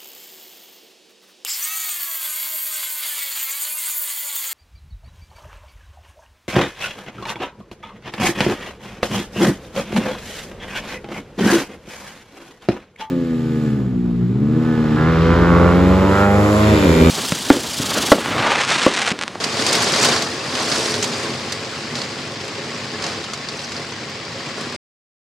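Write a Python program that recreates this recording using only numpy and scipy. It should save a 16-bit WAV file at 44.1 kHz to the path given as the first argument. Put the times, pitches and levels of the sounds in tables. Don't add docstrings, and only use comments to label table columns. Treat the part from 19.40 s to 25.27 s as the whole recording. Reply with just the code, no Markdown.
import sys
import numpy as np
from scipy import signal
from scipy.fft import rfft, irfft, next_fast_len
from scipy.io import wavfile
from scipy.ndimage import uniform_filter1d

SR = 44100
rng = np.random.default_rng(int(sys.argv[2]) if len(sys.argv) > 2 else 0)


def bounce(signal):
    frames = np.transpose(np.atleast_2d(signal))
    limited = np.clip(frames, -1, 1)
    pcm = np.round(limited * 32767).astype(np.int16)
    wavfile.write(sys.argv[1], SR, pcm)


N = 258774
T = np.arange(N) / SR
STOP_S = 5.364
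STRENGTH, DRUM, SPRAY = 0, 1, 2
STEADY_DB = (-26, -26, -41)

# f/Hz, left-right likeness/0..1
NEAR_LIKENESS = [(300, 1), (700, 0.91), (1300, 0.93), (2000, 0.59), (5000, 0.82), (8000, 0.68),
                 (11000, 0.44), (14000, .8)]


def amp(db):
    return 10 ** (np.asarray(db) / 20)


def unit_rms(x):
    return x / np.sqrt(np.mean(x ** 2) + 1e-20)


def curve_at(points, hz):
    f, value = np.transpose(points)
    return np.interp(np.log(hz + 1), np.log(f + 1), value)


def colour(x, spectrum_db, size=8192):
    hz = abs(np.fft.fftfreq(size, 1 / SR))
    log_gain = np.log(amp(np.maximum(spectrum_db(hz), -100)))
    response = np.exp(np.conj(signal.hilbert(log_gain)))
    taps = np.fft.ifft(response).real[:size // 2]
    return signal.oaconvolve(x, taps[None], axes=1)[:, :x.shape[1]]


def stereo(pair, likeness):
    size = next_fast_len(pair.shape[1])
    hz = np.fft.rfftfreq(size, 1 / SR)
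    width = 1 - np.clip(curve_at(likeness, hz), 0, 1)
    width *= np.minimum(hz / 330, 1) ** 2
    mid, side = rfft(pair, size) * np.sqrt([2 - width, width])
    return irfft(np.array([mid + side, mid - side]), size)[:, :pair.shape[1]]


def wander(step_s):
    return np.interp(T / step_s, np.arange(N), rng.standard_normal(N))


def swell(peak_s, db, rise_s, fall_s):
    from_peak = np.maximum((peak_s - T) / rise_s, (T - peak_s) / fall_s)
    return (amp(db) * np.exp(-abs(from_peak) ** 1.3)) ** 2


def rain_db(control):
    # peak t/s, strength/dB, drumming/dB, spray/dB, rise/s, fall/s
    gusts = [(.03, -27, -35, -38, 0.13, 0.066), (.2, -21.5, -39, -29.5, 0.057, 0.033),
             (.34, -19, -25, -24, 0.13, 0.24), (.52, -22.5, -25, -26, 0.12, 0.18),
             (.64, -16, -20.5, -23.5, 0.067, 0.16), (1.18, -25, -42, -35, 0.097, 0.094),
             (1.35, -22, -25.5, -25.5, 0.14, 0.29), (1.82, -28.5, -28.5, -39.5, 0.39, 0.26),
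             (2.58, -29, -29.5, -42, 0.049, 0.095), (3.35, -35, -32.5, -58, 0.33, 0.44),
             (3.67, -27.5, -29, -52, 0.12, 0.13), (4.2, -42, -53, -39, 0.079, 0.15),
             (4.38, -33, -32, -45, 0.13, 0.18), (5.25, -31.5, -32, -49, 0.47, 0.39)]
    easing_db_per_s, flutter_db = 1.65, 0.65
    steady_power = amp(STEADY_DB[control] - easing_db_per_s * T) ** 2
    gust_power = sum(swell(peak_s, levels[control], rise_s, fall_s)
                     for peak_s, *levels, rise_s, fall_s in gusts)
    return 10 * np.log10(steady_power + gust_power) + flutter_db * wander(step_s=0.051)


def drops(per_s, spread_db, splash_s):
    sizes = amp(spread_db * np.minimum(rng.exponential(1, N), 5))
    impacts = sizes * (rng.random(N) < per_s / SR)
    power = signal.lfilter([1], [1, -np.exp(-2 / (splash_s * SR))], impacts ** 2)
    return unit_rms(np.sqrt(power) * rng.standard_normal((2, N)))


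def patchy(x, depth_db, bands, frames):
    spectra = signal.stft(x, nperseg=512, noverlap=384)[2]
    patches = uniform_filter1d(rng.standard_normal(spectra.shape[1:]), bands, axis=0)
    patches = unit_rms(uniform_filter1d(patches, frames, axis=1))
    return signal.istft(spectra * amp(depth_db * patches), nperseg=512, noverlap=384)[1][:, :N]


def street():
    # f/Hz, level/dB
    wash_eq = [(25, -26), (45, -19), (70, -3.5), (100, -6.5), (160, -0.5), (560, -1.5), (850, -2),
               (1130, -1.2), (1500, -1), (2100, 1.5), (2800, -0.8), (3700, -3), (5000, 0), (5900, -8.5),
               (7800, -13), (9500, -41.5), (12500, -39.5), (15700, -48)]
    # f/Hz, left-right likeness/0..1
    far_likeness = [(300, 0.93), (700, 0.81), (1300, 0.57), (1800, 0.92), (3000, 0.33), (4900, 0.69),
                    (7500, 0.4), (9500, .57), (11000, 0.46), (13000, .6)]
    # f/Hz, left over right/dB
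    lean = [(300, -1), (1100, -1.5), (1700, 3.5), (3300, 3), (5000, 1), (7000, -2.5), (9000, -10.5),
            (10800, -11), (12500, 0.5)]
    rain = drops(per_s=3100, spread_db=-1.0, splash_s=0.0014)
    rain = patchy(rain, depth_db=0.7, bands=9, frames=5)
    wash = unit_rms(stereo(colour(rain, lambda hz: curve_at(wash_eq, hz)), far_likeness))
    lean_db = curve_at(lean, np.fft.rfftfreq(N, 1 / SR))
    wash = irfft(rfft(wash) * amp([lean_db / 2, -lean_db / 2]), N)
    return wash * amp(-32 + 0.29 * (rain_db(STRENGTH) + 31))


def plinks(count=600, size=2048):
    out, t = np.zeros((2, N + size)), np.arange(size) / SR
    strength_db = rain_db(STRENGTH)
    for when, pitch, length, loud, side in rng.random((count, 5)):
        at, hz = int(when * STOP_S * SR), 1250 * 5 ** pitch
        life_s = (5 + 14 * length) / hz
        envelope = np.exp(-t / life_s) * (1 - np.exp(-t * hz))
        note = np.sin(2 * np.pi * hz * t * (1 + 0.013 * t / life_s)) * envelope
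        level_db = -34 + 7.4 * loud ** 3 + 0.31 * (strength_db[at] + 25)
        out[:, at:at + size] += note * amp(level_db + 4 * (side - .5) * np.array([[1], [-1]]))
    return out[:, :N]


def patter():
    # f/Hz, level/dB
    patter_eq = [(60, -42.5), (200, 0.5), (500, 5), (700, 5.5), (880, 2.5), (1140, 3.5), (1600, 2),
                 (2700, -1), (4100, 1), (4900, 3.5), (5500, -5), (7000, -5), (9000, -13.5), (12000, -28),
                 (15700, -39.5)]
    rain = drops(per_s=3500, spread_db=2.5, splash_s=0.0071)
    rain = patchy(rain, depth_db=1.7, bands=7, frames=5)
    hits = unit_rms(stereo(colour(rain, lambda hz: curve_at(patter_eq, hz)), NEAR_LIKENESS))
    exposure = 1 / (1 + amp(2.06 * (-30 - rain_db(STRENGTH))))
    return hits * exposure * amp(rain_db(STRENGTH) + 0.5)


def drumming():
    # f/Hz, width/Hz, level/dB
    modes = [(99.9, 22, 2), (141, 22, 4.5), (161.5, 27, -10.5), (192, 24, -2.5), (238.5, 34, 7.5),
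             (342.5, 25, 5.5), (409, 19, 4), (437, 35, 5), (546, 27, 6.5), (694, 31, 1), (806, 22, 3),
             (1106, 99, 8)]
    # f/Hz, level/dB
    thud_eq = [(20, -47), (38, -41.5), (50, -24), (70, -11.5), (100, 0), (200, -2), (450, -2.5), (700, -5),
               (1200, -12.5), (3000, -49.5)]
    sway_below_hz, sway_follow = 170, 0.65

    def panel_db(hz):
        resonance = sum(amp(db) ** 2 / (1 + (2 * (hz - f) / width) ** 2) for f, width, db in modes)
        return 10 * np.log10(resonance + amp(-14) ** 2) + curve_at(thud_eq, hz)

    thuds = drops(per_s=1200, spread_db=1.5, splash_s=.001)[:1]
    panel = unit_rms(colour(thuds, panel_db))
    sway = signal.sosfiltfilt(signal.butter(4, sway_below_hz, fs=SR, output="sos"), panel)
    rings = patchy(panel - sway, depth_db=1.1, bands=30, frames=2)
    drum_db = rain_db(DRUM)
    sway_db = -29.5 + sway_follow * (drum_db - STEADY_DB[DRUM])
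    return rings * amp(drum_db - 3) + sway * amp(sway_db)


def spray():
    # f/Hz, level/dB
    spray_eq = [(3000, -28.5), (5500, 8.5), (7000, -0.5), (8200, 0.5), (10000, -5.5), (12000, -17.5),
                (15700, -28)]
    rain = drops(per_s=450, spread_db=2.0, splash_s=0.0024)
    rain = patchy(rain, depth_db=1.5, bands=5, frames=3)
    crackle = unit_rms(stereo(colour(rain, lambda hz: curve_at(spray_eq, hz)), NEAR_LIKENESS))
    return crackle * amp(rain_db(SPRAY) - 3)


def mist(peak_hz=10400):
    def mist_db(hz):
        return -22 * abs(np.log2((hz + 1) / peak_hz)) - 30 * np.log2(np.maximum(hz / peak_hz, 1))

    ticks = colour(drops(per_s=900, spread_db=1.0, splash_s=.0005), mist_db)
    return unit_rms(stereo(ticks, NEAR_LIKENESS)) * amp(-16.5 + 1.21 * rain_db(SPRAY))


def splats(size=4096):
    # t/s, level/dB, splash/s, ring f/Hz, ring boost/dB, top slope/(dB/octave)
    fat_drips = [(.038, -18, 0.011, 5100, 4, -3), (.22, -16.5, .005, 8000, -7, -7),
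                 (.264, -9.5, 0.0042, 6500, 0, -1), (0.327, -14.5, 0.0081, 8500, 5, 7),
                 (.35, -15.5, .0075, 7060, -7, 6), (0.42, -20.5, 0.02, 7500, 0, 6),
                 (0.613, -20, 0.0054, 6500, 14, 2), (.626, -18, 0.0086, 7000, 8, 7),
                 (.645, -14.5, 0.015, 4960, 3, 6), (0.685, -15.5, 0.0059, 4500, -5, -3),
                 (.725, -20, 0.01, 4600, 12, -5), (0.7605, -18, 0.0048, 4800, 1, -6),
                 (0.8212, -18.5, 0.0057, 6200, 8, 5), (1.151, -21.5, 0.0076, 2700, 9, -23),
                 (1.209, -25, 0.0074, 1490, 2, -18), (1.226, -25, .004, 9000, 6, 8),
                 (1.316, -16.5, .011, 4700, 2, -21), (1.358, -20, 0.0054, 6260, 5, -6),
                 (1.456, -20, .008, 6300, 0, -7), (1.539, -22, 0.016, 4400, 0, -11),
                 (1.625, -17, 0.012, 6300, 11.5, 2), (1.640, -20, 0.0092, 7500, 2, -2),
                 (1.734, -24.5, .0054, 3700, 5, -11), (2.1212, -19, 0.007, 4900, 5, 0),
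                 (2.329, -32, 0.009, 1360, 18, -17), (2.357, -30, 0.011, 1310, 20, -12),
                 (2.552, -26, 0.01, 5200, 2, -11), (2.567, -28, 0.0057, 5000, 3, -13),
                 (2.6152, -20.5, 0.0053, 4190, 7, -15), (3.046, -35, .005, 7500, 6, 4),
                 (3.078, -32, .004, 8040, 8, 4), (3.622, -23.5, 0.0055, 5400, 3, -7),
                 (3.639, -21.5, 0.0069, 4400, 0, -16), (3.664, -21.5, 0.0057, 1220, 10, -14),
                 (3.838, -31, 0.013, 5500, -7, -16), (3.933, -24.5, 0.012, 1400, 6, -6),
                 (4.0857, -20.5, 0.005, 4500, 6, -12), (4.191, -25, 0.0034, 4300, 8, -16),
                 (4.24, -31.5, .012, 5950, 12, -14), (4.318, -27, 0.006, 6200, 1, -12),
                 (4.3626, -29.5, .008, 4700, 19, -11), (4.518, -33, .01, 1010, 20, -12),
                 (5.059, -33, .008, 2400, 16, -16), (5.208, -32.5, .007, 7400, 8, 0),
                 (5.323, -28.5, 0.004, 1600, 14, -5)]
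    # f/Hz, level/dB
    splash_eq = [(300, -17.5), (1200, 3.5), (2500, -1), (4600, 5), (5600, 0.5), (7000, -0.5), (9000, -6.5),
                 (12000, -18), (15700, -30.5)]
    ring_half_width = 0.13
    out, t = np.zeros((2, N + size)), np.arange(size) / SR
    attack = 1 - np.exp(-t / 0.0014)
    wall_tail = 0.39 * np.exp(-t / .02)
    for start_s, db, splash_s, ring_hz, ring_db, slope_db in fat_drips + small_drips():
        def splash_db(hz):
            tilt = slope_db * np.log2(np.maximum(hz / max(ring_hz, 6500), 1))
            ring = ring_db / (1 + ((hz - ring_hz) / (ring_half_width * ring_hz)) ** 2)
            return curve_at(splash_eq, hz) + tilt + ring

        droplets = amp(2.1 * unit_rms(uniform_filter1d(rng.standard_normal(size), size=24)))
        spatter = stereo(rng.standard_normal((2, size)) * droplets, NEAR_LIKENESS)
        burst = unit_rms(colour(spatter, splash_db))
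        slap = np.exp(-(t / splash_s) ** 2)
        pan_db = -1.5 + 1.3 * rng.standard_normal()
        gains = amp(db + np.array([[pan_db], [-pan_db]]) / 2)
        at = round(start_s * SR)
        out[:, at:at + size] += burst * attack * (slap + wall_tail) * gains
    return out[:, :N]


def small_drips(count=24, ring_db=8, slope_db=-6.5):
    when, loud, length, pitch = rng.random((count, 4)).T
    start_s = when * STOP_S
    surge_db = rain_db(STRENGTH)[(start_s * SR).astype(int)] - STEADY_DB[STRENGTH]
    level_db = -35 + 0.7 * surge_db + 3.5 * (2 * loud - 1)
    splash_s = 0.0071 * (.5 + length)
    ring_hz = 6200 * 2 ** (0.92 * (pitch - .5))
    return [(*drip, ring_db, slope_db) for drip in zip(start_s, level_db, splash_s, ring_hz)]


def moans(waver_hz=2, air_width_hz=24):
    # peak t/s, level/dB, rise/s, fall/s, f/Hz at the peak, glide/(Hz/s)
    notes = [(.24, -30, 0.13, 0.16, 442.5, -18.5), (.76, -33, .08, .07, 446, 29.5),
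             (1.21, -38, 0.043, .04, 427, 20), (1.4, -32, 0.04, .04, 454, -300),
             (1.508, -29.5, 0.07, 0.13, 434, -19.5), (1.631, -33, .05, 0.19, 401, 23.5),
             (2.22, -40.5, 0.059, .07, 432, -10.5), (3.3, -38, 0.098, 0.17, 425, 40)]
    out = np.zeros(N)
    for peak_s, db, rise_s, fall_s, hz, glide in notes:
        pitch = hz + glide * (T - peak_s) + waver_hz * wander(step_s=.06)
        phase = 2 * np.pi * np.cumsum(pitch) / SR
        air = wander(1 / air_width_hz) * np.cos(phase) + wander(1 / air_width_hz) * np.sin(phase)
        envelope = np.sqrt(swell(peak_s, db, rise_s, fall_s))
        out += unit_rms(np.sin(phase) + 0.44 * air) * envelope
    return out


def tick(at_s=4.697):
    return amp(-26) * (np.arange(N) == round(at_s * SR))


def scene():
    return street() + plinks() + patter() + drumming() + moans() + spray() + mist() + splats() + tick()


def record(dry):
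    ceiling, cutoff_hz = 0.9, 15750
    rounded = dry / (1 + (dry / ceiling) ** 6) ** (1 / 6)
    gate = np.clip((STOP_S - T) / .002, 0, 1)
    low_pass = signal.firwin(511, cutoff_hz, window=("kaiser", 9), fs=SR)
    return signal.oaconvolve(rounded * gate, low_pass[None], "same", axes=1)


dry = scene()
out = record(dry)
bounce(out)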